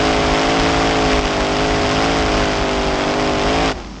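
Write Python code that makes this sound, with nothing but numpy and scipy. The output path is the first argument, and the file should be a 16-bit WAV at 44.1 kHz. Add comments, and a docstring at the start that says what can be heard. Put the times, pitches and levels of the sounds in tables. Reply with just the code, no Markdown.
"""A supercharged V8 pulling tractor on a dirt track, from a camera microphone at the driver's seat.
It is at full throttle from the start: eight open stacks fire in turn, each puff trailing a crackle of
shocks. The speed sags and recovers with the grip of the tyres, while the chassis shakes the camera and
bumps jolt it. At about 3.7 s the throttle shuts and the engine runs down, uncovering wind and
machinery hiss."""
import sys
import numpy as np
from scipy import signal
from scipy.fft import next_fast_len
from scipy.io import wavfile
from scipy.ndimage import uniform_filter1d

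SR = 44100
rng = np.random.default_rng(int(sys.argv[2]) if len(sys.argv) > 2 else 0)


def unload_audio(sound):
    """Save the sound as a 16-bit wav file, at the path given as the first command line argument."""
    columns = np.transpose(np.atleast_2d(sound))
    # keep every value between -1 and 1, then stretch to whole-number steps
    steps = np.round(np.clip(columns, -1, 1) * 32767)
    wavfile.write(sys.argv[1], SR, steps.astype(np.int16))


N = 176400

# Exhaust loudness as heard; it dips briefly at 1.2 s. Each row: time in seconds, puffs in relative dB, crackle
# in relative dB.
LOUDNESS = [(0.04, -18, -19.5), (0.15, -18.5, -20), (0.6, -18.5, -19.5), (0.9, -18.5, -20.5),
            (1.19, -18, -19.5), (1.21, -23, -26), (1.27, -20.8, -21), (1.37, -20, -22.5),
            (1.83, -19.5, -21), (2.06, -19, -20), (2.27, -20, -22), (2.42, -18.5, -20.5), (2.54, -21, -23),
            (2.9, -20, -23), (3.27, -19.2, -23.5), (3.37, -19.5, -24), (3.43, -19, -22), (3.66, -19, -20.3)]
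# The throttle shutting. Each row: time in seconds, gain of puffs and throb in dB, gain of crackle in dB.
THROTTLE = [(3.685, 3.5, 0), (3.722, -1, -2.5), (3.738, -13, -20), (3.78, -8.5, -15), (3.87, -18, -20.5),
            (4.0, -20.5, -21.5)]


def engine_cycles():
    """Running count of four-stroke cycles: the speed follows the tyres' grip, then falls away."""
    # Speed at full throttle, then shut. Each row: time in seconds, cycles per second.
    pulling = [(0.0, 52.7), (0.1, 53.3), (0.2, 52.2), (0.33, 52.0), (0.5, 54.6), (0.93, 54.3), (1.27, 51.4),
               (1.38, 49.9), (1.48, 49.9), (1.63, 53.0), (1.73, 52.9), (1.8, 51.5), (1.88, 51.3),
               (2.06, 55.2), (2.14, 55.4), (2.26, 52.5), (2.55, 50.7), (2.78, 49.8), (2.93, 48.2),
               (3.03, 48.6), (3.19, 51.8), (3.33, 50.1), (3.41, 49.9), (3.54, 54.0), (3.62, 55.2),
               (3.7, 53.2)]
    run_down = [(3.73, 50), (3.76, 46.3), (3.8, 44), (3.88, 38.8), (3.96, 33.2), (4.0, 31.4)]
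    return np.cumsum(curve(list(pulling) + list(run_down))) / SR


def firings(cycles):
    """The cylinders fire in turn, never twice alike: arrival times, puff dB and crackle dB."""
    # The stacks in firing order. Each row: travel time to the microphone in ms, puff in relative dB,
    # crackle in relative dB, an unused level.
    cylinders = [(.69, -2.4, -1, 4), (.22, .8, 0, -14), (.52, .9, 1, 2), (.15, 2.9, -1, -5),
                 (.89, -1, -3, -8), (.93, -1.2, 0, 0), (.04, 1, 3.8, -11), (.55, -1, -.5, -16)]
    count = len(cylinders)
    firing = np.arange(int(cycles[-1] * count))
    delay_ms, puff_db, crackle_db, _ = np.array(cylinders)[firing % count].T
    timing_luck, puff_luck, crackle_luck = rng.standard_normal((len(firing), 3)).T
    times = np.interp(firing / count, cycles, np.arange(N) / SR)
    shut_at = THROTTLE[2][0]
    jitter_ms = np.where(times > shut_at, 0.13, 0.048)  # ragged on a closed throttle
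    arrivals = times + (delay_ms + jitter_ms * timing_luck) / 1000
    return arrivals, puff_db + 1.44 * puff_luck, crackle_db + 2 * np.clip(crackle_luck, -2, 2)


def puffs(times, level_db):
    """Rounded pressure pulses from the stacks merge into a roar that wavers in turbulent air."""
    # Colour of one puff. Each row: frequency in Hz, relative level in dB.
    spectrum = [(30, -14), (100, -4), (160, 3.2), (195, 2), (215, 6.5), (238, 3), (270, 6.4), (315, 2.4),
                (330, 3.8), (390, -1.5), (430, -1.3), (500, -1.5), (600, -.7), (690, -1.2), (765, -.2),
                (815, .2), (890, -8), (1060, -9.3), (1150, -8.5), (1300, -13.8), (1550, -17), (2100, -22.5),
                (3000, -32), (6000, -55)]
    train = clicks(times, amp(level_db))
    roar = unit(colour(train - train.mean(), spectrum))
    flutter_db = 0.2 * wander(hz=6.1)
    return roar * amp(-2 + curve(LOUDNESS) + curve(THROTTLE) + flutter_db)


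def crackle(times, level_db, shocks_per_puff=7):
    """Each puff trails sharp shocks and a burst of jet noise; a few cracks are much harder."""
    # Colour of the crackle. Each row: frequency in Hz, relative level in dB.
    spectrum = [(30, -16), (120, 1), (165, 3), (220, -8), (290, -1), (410, -3.5), (550, -4), (710, -1),
                (900, 0), (1400, 1), (1700, -2), (2100, -0.5), (2700, -2.5), (3200, -2.5), (4200, -9),
                (5000, -5.5), (6000, -12), (7000, -15.5), (8400, -24), (9200, -43.5)]
    # Extra hard exhaust cracks. Each row: start in seconds, relative level in dB.
    hard_cracks = [(1.132, 2), (1.1919, -0.5), (1.194, -7), (1.248, -5.5), (1.256, -3), (1.269, -9),
                   (1.405, -5), (2.318, -2.5)]
    shape = (len(times), shocks_per_puff)
    first_lag_ms, spread_ms, scatter_db = 0.452, 0.5435, 2
    lag_ms = first_lag_ms + spread_ms * rng.exponential(1, shape)
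    sizes = rng.choice([-1, 1], shape) * amp(scatter_db * rng.standard_normal(shape))
    shocks = clicks(times[:, None] + lag_ms / 1000, sizes * amp(level_db)[:, None])
    onsets = clicks(times + first_lag_ms / 1000, amp(level_db))
    bursts = unit(die_away(onsets, decay_ms=1.9))
    jet = (bursts + 1) * rng.standard_normal(N)  # bursts ride on a steady rush
    gain = unit(amp(curve(LOUDNESS, column=2))) * amp(curve(THROTTLE, column=2))
    crack_times, crack_db = np.transpose(hard_cracks)
    crack_envelope = die_away(clicks(crack_times, amp(crack_db - 4.5)), decay_ms=0.69)
    cracks = crack_envelope * rng.standard_normal(N)
    drive = amp(-24.5) * (unit(shocks) + unit(jet)) * gain + cracks
    return unit(colour(drive, spectrum, causal=True)) * np.std(drive)


def ground_echo(exhaust):
    """Adds a shifting echo off the uneven track, so each harmonic swells and fades on its own."""
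    t = np.arange(N) / SR
    delay_ms = 7 + 0.667 * wander(hz=2)
    return exhaust + amp(-19.5) * np.interp(t - delay_ms / 1000, t, exhaust)


def chassis(cycles):
    """Lumpy rumble and the ringing camera mount, with a throb once per engine cycle."""
    # Colour of the shake and wind rumble. Each row: frequency in Hz, relative level in dB.
    spectrum = [(10, -17.5), (22, -5), (32, -8.5), (39, 0), (50, -3), (62, -6), (80, -3.5), (110, -8),
                (140, -22.5), (200, -25), (600, -63.5)]
    # Strength of the shaking. Each row: time in seconds, gain in dB.
    strength = [(0.0, -28.5), (0.28, -25.5), (0.39, -39), (0.7, -25.5), (0.93, -33), (1.15, -29),
                (1.53, -33), (1.75, -26), (2.03, -30.5), (2.25, -27), (2.55, -29.5), (2.7, -42),
                (2.78, -27), (3.0, -32), (3.18, -32), (3.48, -27), (3.7, -32), (3.8, -35.5), (4.0, -49)]
    mount_hz, width_hz = 49.6, 15
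    rumble = unit(colour(rng.standard_normal(N), spectrum))
    mount = signal.iirpeak(mount_hz, mount_hz / width_hz, SR)
    ring = unit(signal.lfilter(*mount, rng.standard_normal(N)))
    throb = unit(np.sin(2 * np.pi * cycles)) * amp(curve(THROTTLE))
    shake = amp(-1) * rumble + amp(-6) * ring + amp(-9.5) * throb
    swell = np.sqrt(abs(uniform_filter1d(shake ** 2, size=9000)) + 1e-9)
    even_shake = shake / unit(swell)
    return even_shake * uniform_filter1d(amp(curve(strength)), size=1500)


def thumps(mount_hz=46.7, half_width_s=0.0145):
    """Each jolt from the track is one low, quickly damped swing of the camera mount."""
    # Bumps in the track. Each row: time of the peak in seconds, relative level in dB.
    bumps = [(0.12, 1), (0.24, -7), (0.324, 4), (0.477, 2), (0.607, 3), (0.68, -1), (0.879, -1), (1.066, 2),
             (1.139, 1), (1.19, 1), (1.257, 3.5), (1.416, 3), (1.631, -3), (1.712, 0), (1.803, -2),
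             (1.859, -2), (2.205, -3), (2.306, -2), (2.363, 1), (2.425, -4), (2.561, -5), (2.618, 0),
             (2.878, -1), (3.261, -4), (3.478, -2), (3.685, -4)]
    swings = np.zeros(N)
    for at, db in bumps:
        t = np.arange(N) / SR - at
        envelope = amp(db - 17.5) * np.exp(-(t / half_width_s) ** 2)
        swings -= envelope * np.cos(2 * np.pi * mount_hz * t)
    return swings


def frame_hum(hz=50.7):
    """The frame hums at one low pitch, whatever the engine speed."""
    return amp(-37) * unit(np.sin(2 * np.pi * hz * np.arange(N) / SR))


def hiss():
    """Steady wind and machinery noise, uncovered when the roar drops."""
    # Colour of the hiss. Each row: frequency in Hz, relative level in dB.
    spectrum = [(40, -7), (100, -6), (200, 3.5), (330, -5), (650, -17), (1100, -11.5), (1700, -24.5),
                (3200, -25.5), (4200, -23), (5300, -19), (7000, -29.5), (8200, -41), (9000, -60)]
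    return amp(-35) * unit(colour(rng.standard_normal(N), spectrum))


def amp(db):
    """Decibels to gain."""
    return 10 ** (np.asarray(db) / 20)


def unit(x):
    """Scales to rms 1."""
    return x / np.sqrt(np.mean(x ** 2) + 1e-20)


def curve(rows, column=1):
    """One column of a time table, for every sample."""
    rows = np.array(rows)
    return np.interp(np.arange(N) / SR, rows[:, 0], rows[:, column])


def colour(x, spectrum, causal=False):
    """Filters by a spectrum; a causal filter rings only after each click."""
    size = next_fast_len(N + 8192)
    hz, db = np.transpose(spectrum)
    bin_hz = abs(np.fft.fftfreq(size, 1 / SR))
    log_gain = np.log(amp(np.interp(np.log(bin_hz + 1), np.log(hz + 1), db)))
    if causal:
        log_gain = np.conj(signal.hilbert(log_gain))  # minimum phase
    return np.fft.ifft(np.fft.fft(x, size) * np.exp(log_gain)).real[:N]


def clicks(times, sizes):
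    """Impulses at exact times, each shared between two neighbouring samples."""
    at = np.clip(np.ravel(times) * SR, 0, N + 1)
    whole, sizes = at.astype(int), np.ravel(sizes)
    before = np.bincount(whole, sizes * (1 - at % 1), N + 3)
    after = np.bincount(whole + 1, sizes * (at % 1), N + 3)
    return (before + after)[:N]


def die_away(x, decay_ms):
    """Gives each impulse an exponential tail."""
    return signal.lfilter([1], [1, -np.exp(-1000 / (SR * decay_ms))], x)


def wander(hz):
    """A slow random curve of rms 1."""
    lowpass = signal.butter(2, hz, fs=SR, output="sos")
    slow = signal.sosfiltfilt(lowpass, rng.standard_normal(N + 2 * SR))
    return unit(slow[SR:SR + N])


def scene():
    """At the seat, in mono: the nearby stacks and their echo over shake, jolts, hum and hiss."""
    cycles = engine_cycles()
    times, puff_db, crackle_db = firings(cycles)
    exhaust = puffs(times, puff_db) + crackle(times, crackle_db)
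    return (ground_echo(exhaust) + chassis(cycles) + thumps() + frame_hum() + hiss())[None]


def record(dry):
    """The microphone rounds off the tallest peaks and passes neither steady pressure nor high treble."""
    ceiling, low_cut_hz, high_cut_hz = 0.52, 12, 9250
    rounded = dry / (1 + (dry / ceiling) ** 4) ** (1 / 4)
    centred = signal.sosfilt(signal.butter(2, low_cut_hz, "high", fs=SR, output="sos"), rounded)
    lowpass = signal.firwin(401, high_cut_hz, window=("kaiser", 9), fs=SR)
    return signal.oaconvolve(centred, lowpass[None], "same")


dry = scene()
out = record(dry)
unload_audio(out)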